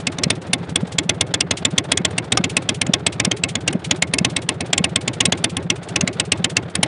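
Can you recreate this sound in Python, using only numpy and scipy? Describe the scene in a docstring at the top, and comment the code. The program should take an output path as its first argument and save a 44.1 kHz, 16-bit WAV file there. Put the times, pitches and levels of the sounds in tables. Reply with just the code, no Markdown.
"""A big V-twin motorcycle idles with a lope on an open road, a few metres from a small microphone.
Each firing cracks out of a short open pipe as a jet of noise and sets its air column ringing.
The first cylinder sets the beat and seldom misses; the second mostly gives only a soft puff of noise.
Late in every engine cycle the pipes gulp, a tone sliding up to a crest, heavily about every fourth time.
Behind lie the engine's clatter and hiss, one knock of the pipe wall, and air rumbling past the microphone."""
import sys
import numpy as np
from scipy import signal
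from scipy.fft import rfft, irfft
from scipy.io import wavfile
from scipy.ndimage import uniform_filter1d

SR = 44100
rng = np.random.default_rng(int(sys.argv[2]) if len(sys.argv) > 2 else 0)


def materialize(psi):
    """Save the field psi as 16-bit PCM at rate SR to the path in sys.argv[1].

    A 1-D psi becomes a single channel; in a 2-D psi each row is a channel.
    """
    bounded = np.clip(np.atleast_2d(psi).T, -1, 1)
    quanta = np.round(bounded * 32767).astype(np.int16)
    wavfile.write(sys.argv[1], SR, quanta)


N = 302967  # samples

# Full firings: start_s, cylinder (1 or 2), relative level_db, bark pitch_hz
FIRINGS = [(0.069, 1, -17.5, 2560), (0.184, 1, -27.5, 3620), (0.235, 2, -17.5, 4160), (0.302, 1, -14, 3540),
           (0.532, 1, -13.5, 3500), (0.757, 1, -13.5, 3460), (0.984, 1, -13.5, 3380),
           (1.093, 1, -13.5, 3340), (1.209, 1, -13.5, 3470), (1.34, 1, -15.5, 3460),
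           (1.406, 2, -15.5, 2800), (1.509, 1, -15.5, 3370), (1.65, 1, -11.5, 3630), (1.78, 1, -11.5, 3350),
           (1.917, 1, -12.5, 3400), (1.973, 2, -18.5, 3400), (2.049, 1, -14, 3230), (2.18, 1, -17.5, 2650),
           (2.321, 1, -14.5, 3730), (2.372, 2, -17, 3530), (2.44, 1, -17.5, 2700), (2.567, 1, -13, 2610),
           (2.69, 1, -15.5, 3320), (2.814, 1, -15, 2330), (2.865, 2, -32.5, 3000), (2.936, 1, -11.5, 3400),
           (3.065, 1, -13, 3250), (3.198, 1, -14.5, 2360), (3.248, 2, -19, 2740), (3.313, 1, -16, 3150),
           (3.436, 1, -14, 2650), (3.553, 1, -19.5, 3400), (3.677, 1, -15, 2750), (3.727, 2, -33.5, 2980),
           (3.91, 1, -12.5, 3320), (4.022, 1, -12.5, 2170), (4.136, 1, -16, 2260), (4.184, 2, -18.5, 2620),
           (4.247, 1, -13, 2650), (4.364, 1, -17, 2570), (4.489, 1, -15.5, 2740), (4.606, 1, -24, 2080),
           (4.73, 1, -13, 3280), (4.778, 2, -17, 3310), (4.841, 1, -13.5, 2620), (4.958, 1, -12.5, 3330),
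           (5.077, 1, -18.5, 2180), (5.205, 1, -12, 2860), (5.254, 2, -15, 3900), (5.322, 1, -14.5, 3420),
           (5.441, 1, -14, 3520), (5.567, 1, -22, 2840), (5.701, 1, -13.5, 2730), (5.959, 1, -15, 2460),
           (6.009, 2, -20, 2720), (6.075, 1, -19.5, 2160), (6.198, 1, -14.5, 2580), (6.319, 1, -12, 2730),
           (6.443, 1, -14, 3150), (6.567, 1, -12.5, 2640), (6.752, 2, -21, 1840), (6.83, 1, -12, 1900)]

# Spectra of the firing's gas noises, before scaling: pitch_hz, relative level_db
BARK_SPECTRUM = [(150, -52.5), (400, -7), (750, -9.5), (1300, -22), (1700, -12.5), (2200, -9), (2700, -5.5),
                 (3450, -4.5), (4200, -10.5), (5500, -15), (9000, -27)]
SIZZLE_SPECTRUM = [(2500, -14.5), (4200, -8.5), (5200, 11), (6500, 9.5), (7400, 12), (9700, 8),
                   (12000, -27)]
AFTERFLOW_SPECTRUM = [(120, -23.5), (400, 8), (750, 9), (1300, 21), (2100, 27), (3500, -1), (5200, -9),
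                      (7000, -31.5), (10000, -36.5)]
# Cross modes of the pipe, rung by the streaming gas: pitch_hz, width_hz, relative level_db
CROSS_MODES = [(1077, 37, 10.5), (2180, 44, 9), (2560, 115, 9)]
# Odd quarter-wave modes of the pipe, rising as the piston comes up, before the scatter of each firing:
# first pitch_hz, pitch_hz after one stroke, relative level_db
PIPE_MODES = [(82.7, 122, -4), (199.7, 362, -3), (410.3, 545, -14.5), (586, 640, -17.5), (742.4, 860, -17)]

# Spectrum of the soft puffs: pitch_hz, relative level_db
PUFF_SPECTRUM = [(300, -15.5), (1200, -9.5), (2200, 7), (3300, 8), (5000, 1.5), (8000, 1.5), (10000, 0.5)]
# Heavy gulps of the lope: crest_s, relative level_db
HEAVY_GULPS = [(0.269, -18), (0.835, -19), (1.454, -29.5), (1.741, -22.5), (2.008, -22.5), (2.404, -20),
               (2.898, -17.5), (3.279, -18.5), (3.755, -17.5), (4.216, -19), (4.81, -20), (5.287, -20),
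               (5.66, -26.5), (6.04, -17.5), (6.406, -23.5), (6.794, -20.5)]
# Spectrum of the gas rushing in a gulp: pitch_hz, relative level_db
RUSH_SPECTRUM = [(120, -3.5), (300, -7.5), (430, -1), (750, -22), (1300, -28), (5000, -49)]
# Modes of the knocked pipe wall: pitch_hz, level_db, time to fall 60 dB t60_s
WALL_MODES = [(780, -13.5, 0.052), (1226, -11, 0.044), (1530, -22, 0.072)]

# Spectra of the engine wash, the gas hiss and the air at the microphone: pitch_hz, relative level_db
CLATTER_SPECTRUM = [(20, -16), (42, -22.5), (65, -7), (95, 6), (170, 2), (260, 0), (380, 0), (750, -4.5),
                    (1000, -11.5), (1230, -11), (1500, -11), (3200, -24.5), (5500, -59), (10000, -62.5)]
HISS_SPECTRUM = [(1500, -23.0), (3500, 19.5), (6000, 1), (10000, -5)]
RUMBLE_SPECTRUM = [(10, -6), (25, -2.0), (45, -3.5), (90, -25.5), (400, -83.0)]

CYCLE_S = 0.123  # one engine cycle (two turns of the crank) at the usual idle speed
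# Sizzle against the bark (dB): first cylinder, second, and the first when it fires just after the second
SIZZLE_FIRST_DB, SIZZLE_SECOND_DB, SIZZLE_AFTER_DB = -2.0, 2.5, -4.0
BOOM_FIRST_DB, BOOM_SECOND_DB = -21.5, -27.0
# Puffs come at a set share of every cycle, or at its start when the first cylinder misses
PUFF_SHARE, PUFF_DB, MISFIRE_DB, PUFF_SCATTER_DB = 0.443, -33.5, -39.5, 5
# Ordinary gulps grow as the engine speeds up (dB per cycle a second); levels on the scale of HEAVY_GULPS
GULP_SHARE, GULP_DB, GULP_DB_PER_RATE, GULP_SCATTER_DB = 0.718, -32, 4, 1.5
# A stronger gulp crests higher: mean pitch at GULP_DB, and its rise
GULP_HZ, GULP_HZ_PER_DB = 165.2, 2.5
KNOCK_S = 2.373


def cracks(sputter_db=2.5):
    """The valve opens: a sputtering jet barks and sizzles for a few ms, then duller gas streams after it."""
    t, out = around(), np.zeros(N)
    previous_s = -1
    for start_s, cylinder, level_db, bark_hz in FIRINGS:
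        if round(cylinder) == 2:
            sizzle_offset_db = SIZZLE_SECOND_DB
        elif start_s - previous_s < .07:
            sizzle_offset_db = SIZZLE_AFTER_DB
        else:
            sizzle_offset_db = SIZZLE_FIRST_DB
        sputter = amp(sputter_db * wobble(len(t), count=40))

        jet = noise(BARK_SPECTRUM, len(t)) * burst(t, at=0.0012, rise=0.00079, fall=0.0043) * sputter
        bark = levelled(jet + 2.0 * resonate(jet, bark_hz, width=167), level_db + 1.42)

        fizz = noise(SIZZLE_SPECTRUM, len(t)) * burst(t, at=0.0022, rise=0.00079, fall=0.0023) * sputter
        # each fizz is tinted by one narrow resonance at a random high pitch
        tint = resonate(fizz, rng.uniform(4510, 9880), width=320)
        sizzle = levelled(fizz + 3.45 * tint, level_db + sizzle_offset_db)

        stream = noise(AFTERFLOW_SPECTRUM, len(t)) * burst(t, at=0.0012, rise=0.0011, fall=0.0095)
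        rung = sum(amp(db) * resonate(stream, hz, width) for hz, width, db in CROSS_MODES)
        # the afterflow varies only half as much in dB as the bark
        afterflow = levelled(pipe_echo(stream + rung), 0.5 * level_db - 16.0)

        add(out, start_s, bark + sizzle + afterflow)
        previous_s = start_s
    return out


def pipe_echo(x, trip=.006, kept=0.22):
    """Sound runs up and down the pipe (trip in s) and flips its sign at the open end."""
    delay = round(trip * SR)
    return sum((-kept) ** k * np.pad(x, (k * delay, 0))[:len(x)] for k in range(5))


def booms(stroke=0.0394, lead=0.0013, thud_hz=150, front_hz=700, waver=.05):
    """The pressure front rings the pipe; its suction echo thuds, and a second thud follows as the valve closes."""
    t, out = around(), np.zeros(N)
    age = np.maximum(t + lead, 0)
    swell = 1 - np.exp(-age / 0.0054)
    held = swell / (1 + np.exp((age - stroke - .004) / 0.0094))

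    def thud(at, length):
        return -np.cos(2 * np.pi * thud_hz * (t - at)) * np.exp(-((t - at) / length) ** 2)

    suction = amp(-0.5) * thud(at=0.0062, length=0.0027)
    closing = amp(1.5) * thud(at=0.0293, length=0.0041)
    for start_s, cylinder, _, _ in FIRINGS:
        # each mode's pitch is scattered a little on its own from firing to firing
        detune = 1 + 0.0457 * rng.standard_normal(len(PIPE_MODES))
        ring = np.zeros(len(t))
        for (low_hz, high_hz, db), factor in zip(PIPE_MODES, detune):
            rising_hz = low_hz + (high_hz - low_hz) * np.minimum(age / stroke, 1.2)
            hz = factor * rising_hz * (1 + waver * wobble(len(t), count=300))
            phase = 2 * np.pi * np.cumsum(hz * (age > 0)) / SR
            ring += amp(db + 2 * rng.standard_normal()) * np.cos(phase)
        # the front's pitch scatters along with the lowest mode, about twice as far
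        front = np.sin(2 * np.pi * front_hz * detune[0] ** 2 * age) * np.exp(-age / 0.012)
        # the second cylinder, right after the first, meets a pipe that is already flowing and booms less
        boom_db = BOOM_SECOND_DB if round(cylinder) == 2 else BOOM_FIRST_DB
        add(out, start_s, amp(boom_db) * (ring * held + suction + closing) + amp(-29.0) * front)
    return out


def gulps(ring_hz=175, slide=0.029, steepening=0.52):
    """The closing valve pulls the air column up in pitch; it crests, then rings on in the shut pipe."""
    t, out = around(), np.zeros(N)
    skirt = np.exp(-abs(t) / 0.024)
    crest = np.exp(-((t + 0.0003) / 0.0042) ** 2)
    ordinary = each_cycle(GULP_SHARE, GULP_DB, GULP_SCATTER_DB, unless=HEAVY_GULPS,
                          db_per_rate=GULP_DB_PER_RATE)
    for crest_s, db in list(HEAVY_GULPS) + ordinary:
        crest_hz = GULP_HZ + GULP_HZ_PER_DB * (db - GULP_DB) + 7 * rng.standard_normal()
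        hz = np.where(t < .005, crest_hz * np.exp(np.minimum(t, 0) / slide), ring_hz)
        turns = np.cumsum(np.maximum(hz, 85)) / SR
        angle = 2 * np.pi * (turns - turns[np.argmin(abs(t))])  # zero at the crest

        peaked = np.clip(0.64 + 0.042 * (db + 22.5), 0, .9)  # strong gulps gather into one short crest
        height = amp(db + 10.0) * (peaked * crest + (1 - peaked) * skirt)
        pointed = steepening * height ** 2 * np.cos(3 * angle)  # strong waves grow pointed
        wave = height * np.cos(angle) + pointed

        rush = noise(RUSH_SPECTRUM, len(t)) * burst(t, at=-0.0042, rise=0.014, fall=0.0082)
        add(out, crest_s, wave + amp(0.45 * db - 21.5) * rush)
    return out


def puffs(ping_hz=1240):
    """A weak charge leaves the pipe as a longer, soft hiss; its valve pings faintly."""
    t, out = around(), np.zeros(N)
    leak = burst(t, at=0.00096, rise=.0016, fall=0.01)
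    ping = np.sin(2 * np.pi * ping_hz * t) * burst(t, at=0.0011, rise=.0005, fall=0.009)
    misfires = each_cycle(0, MISFIRE_DB, PUFF_SCATTER_DB, unless=FIRINGS)
    soft = each_cycle(PUFF_SHARE, PUFF_DB, PUFF_SCATTER_DB, unless=FIRINGS)
    for start_s, db in misfires + soft:
        add(out, start_s, amp(db) * noise(PUFF_SPECTRUM, len(t)) * leak + amp(-46) * ping)
    return out


def knock():
    """One firing knocks the pipe wall, whose modes ring briefly as decaying sines."""
    t, out = around(), np.zeros(N)
    age = np.maximum(t, 0)
    ring = sum(amp(db - 60 * age / t60) * np.sin(2 * np.pi * hz * age) for hz, db, t60 in WALL_MODES)
    add(out, KNOCK_S, ring)
    return out


def clatter(wash_db=-34.5, flutter_db=3.0, hiss_db=-56, hiss_flutter_db=5.5):
    """Valve gear, chain and gas flow: a wash and a fainter hiss of noise that flutter together."""
    flutter = unit(uniform_filter1d(uniform_filter1d(rng.standard_normal(N), 500), 200))
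    hiss = amp(hiss_db + hiss_flutter_db * flutter) * noise(HISS_SPECTRUM, N)
    wash = amp(wash_db + flutter_db * flutter) * noise(CLATTER_SPECTRUM, N)
    return wash + hiss


def rumble():
    """Air moving past the microphone: steady, very low noise."""
    return amp(-68.5) * noise(RUMBLE_SPECTRUM, N)


def beats():
    """Cycle starts (s): the first cylinder's firings, the flywheel coasting evenly through its misses."""
    fired = [start_s for start_s, cylinder, _, _ in FIRINGS if round(cylinder) == 1]
    fired = [fired[0] - CYCLE_S] + fired
    runs = [np.linspace(a, b, round((b - a) / CYCLE_S), endpoint=False) for a, b in zip(fired, fired[1:])]
    return np.concatenate(runs + [fired[-1:]])


def each_cycle(share, db, scatter_db, unless, db_per_rate=0):
    """Rows (s, dB) at one share of every cycle, scattered as no two burn alike, unless a row is near."""
    starts, lengths = beats()[:-1], np.diff(beats())
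    speedup = 1 / lengths - 1 / CYCLE_S  # cycles a second above the usual idle
    levels = db + db_per_rate * speedup + scatter_db * rng.standard_normal(len(starts))
    rows = zip(starts + share * lengths, levels)
    return [(s, level) for s, level in rows if min(abs(s - row[0]) for row in unless) > CYCLE_S / 5]


def amp(db):
    """Amplitude factor of a level in dB."""
    return 10 ** (np.asarray(db) / 20)


def unit(x):
    """Scales a signal to rms 1."""
    return x / np.sqrt(np.mean(x ** 2) + 1e-20)


def levelled(x, db):
    """Scales a blow to the level it has when its energy is spread over 10 ms."""
    return amp(db) * x / np.sqrt(np.sum(x ** 2) / (SR / 100))


def around():
    """Time axis (s) of one event, from 50 ms before it to 100 ms after."""
    return np.arange(-.05, .1, 1 / SR)


def add(mix, s, sound):
    """Mixes in an event whose time axis is around(), with its zero at s."""
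    start = round((s + around()[0]) * SR)
    sound = sound[max(-start, 0):]
    part = mix[max(start, 0):][:len(sound)]
    part += sound[:len(part)]


def burst(t, at, rise, fall):
    """An envelope of height 1 that swells and dies exponentially around a moment (all in s)."""
    shape = np.exp(-np.logaddexp((at - t) / rise, (t - at) / fall))
    return shape / shape.max()


def wobble(size, count):
    """A random curve of rms 1, smoothed twice over count samples."""
    return unit(uniform_filter1d(uniform_filter1d(rng.standard_normal(size), count), count))


def noise(spectrum, size):
    """Noise of rms 1 with the given spectrum, interpolated over log frequency."""
    hz, db = np.transpose(spectrum)
    gain = amp(np.interp(np.log(np.fft.rfftfreq(size, 1 / SR) + 1), np.log(hz), db))
    return unit(irfft(rfft(rng.standard_normal(size)) * gain, size))


def resonate(x, hz, width):
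    """One resonance of gain 1: a complex pole whose damping sets its width in Hz."""
    pole = np.exp((2j * np.pi * hz - np.pi * width) / SR)
    return 2 * signal.lfilter([1 - abs(pole)], [1, -pole], x).real


def scene():
    """The motorcycle a few metres away, as one channel."""
    return (cracks() + booms() + gulps() + puffs() + knock() + clatter())[None]


def record(dry, ceiling=0.82, bass_hz=68, order=4, edge_hz=10180):
    """The small microphone loses deep bass and flattens the tallest cracks; then the band limit."""
    low_pass = signal.firwin(201, edge_hz, window=("kaiser", 7), fs=SR)[None]
    high_pass = signal.butter(order, bass_hz, "highpass", fs=SR, output="sos")
    thinned = signal.sosfiltfilt(high_pass, dry)
    heard = signal.oaconvolve(thinned, low_pass, "same")
    flattened = heard / (1 + (heard / ceiling) ** 4) ** .25
    return signal.oaconvolve(flattened + rumble(), low_pass, "same")


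dry = scene()
out = record(dry)
materialize(out)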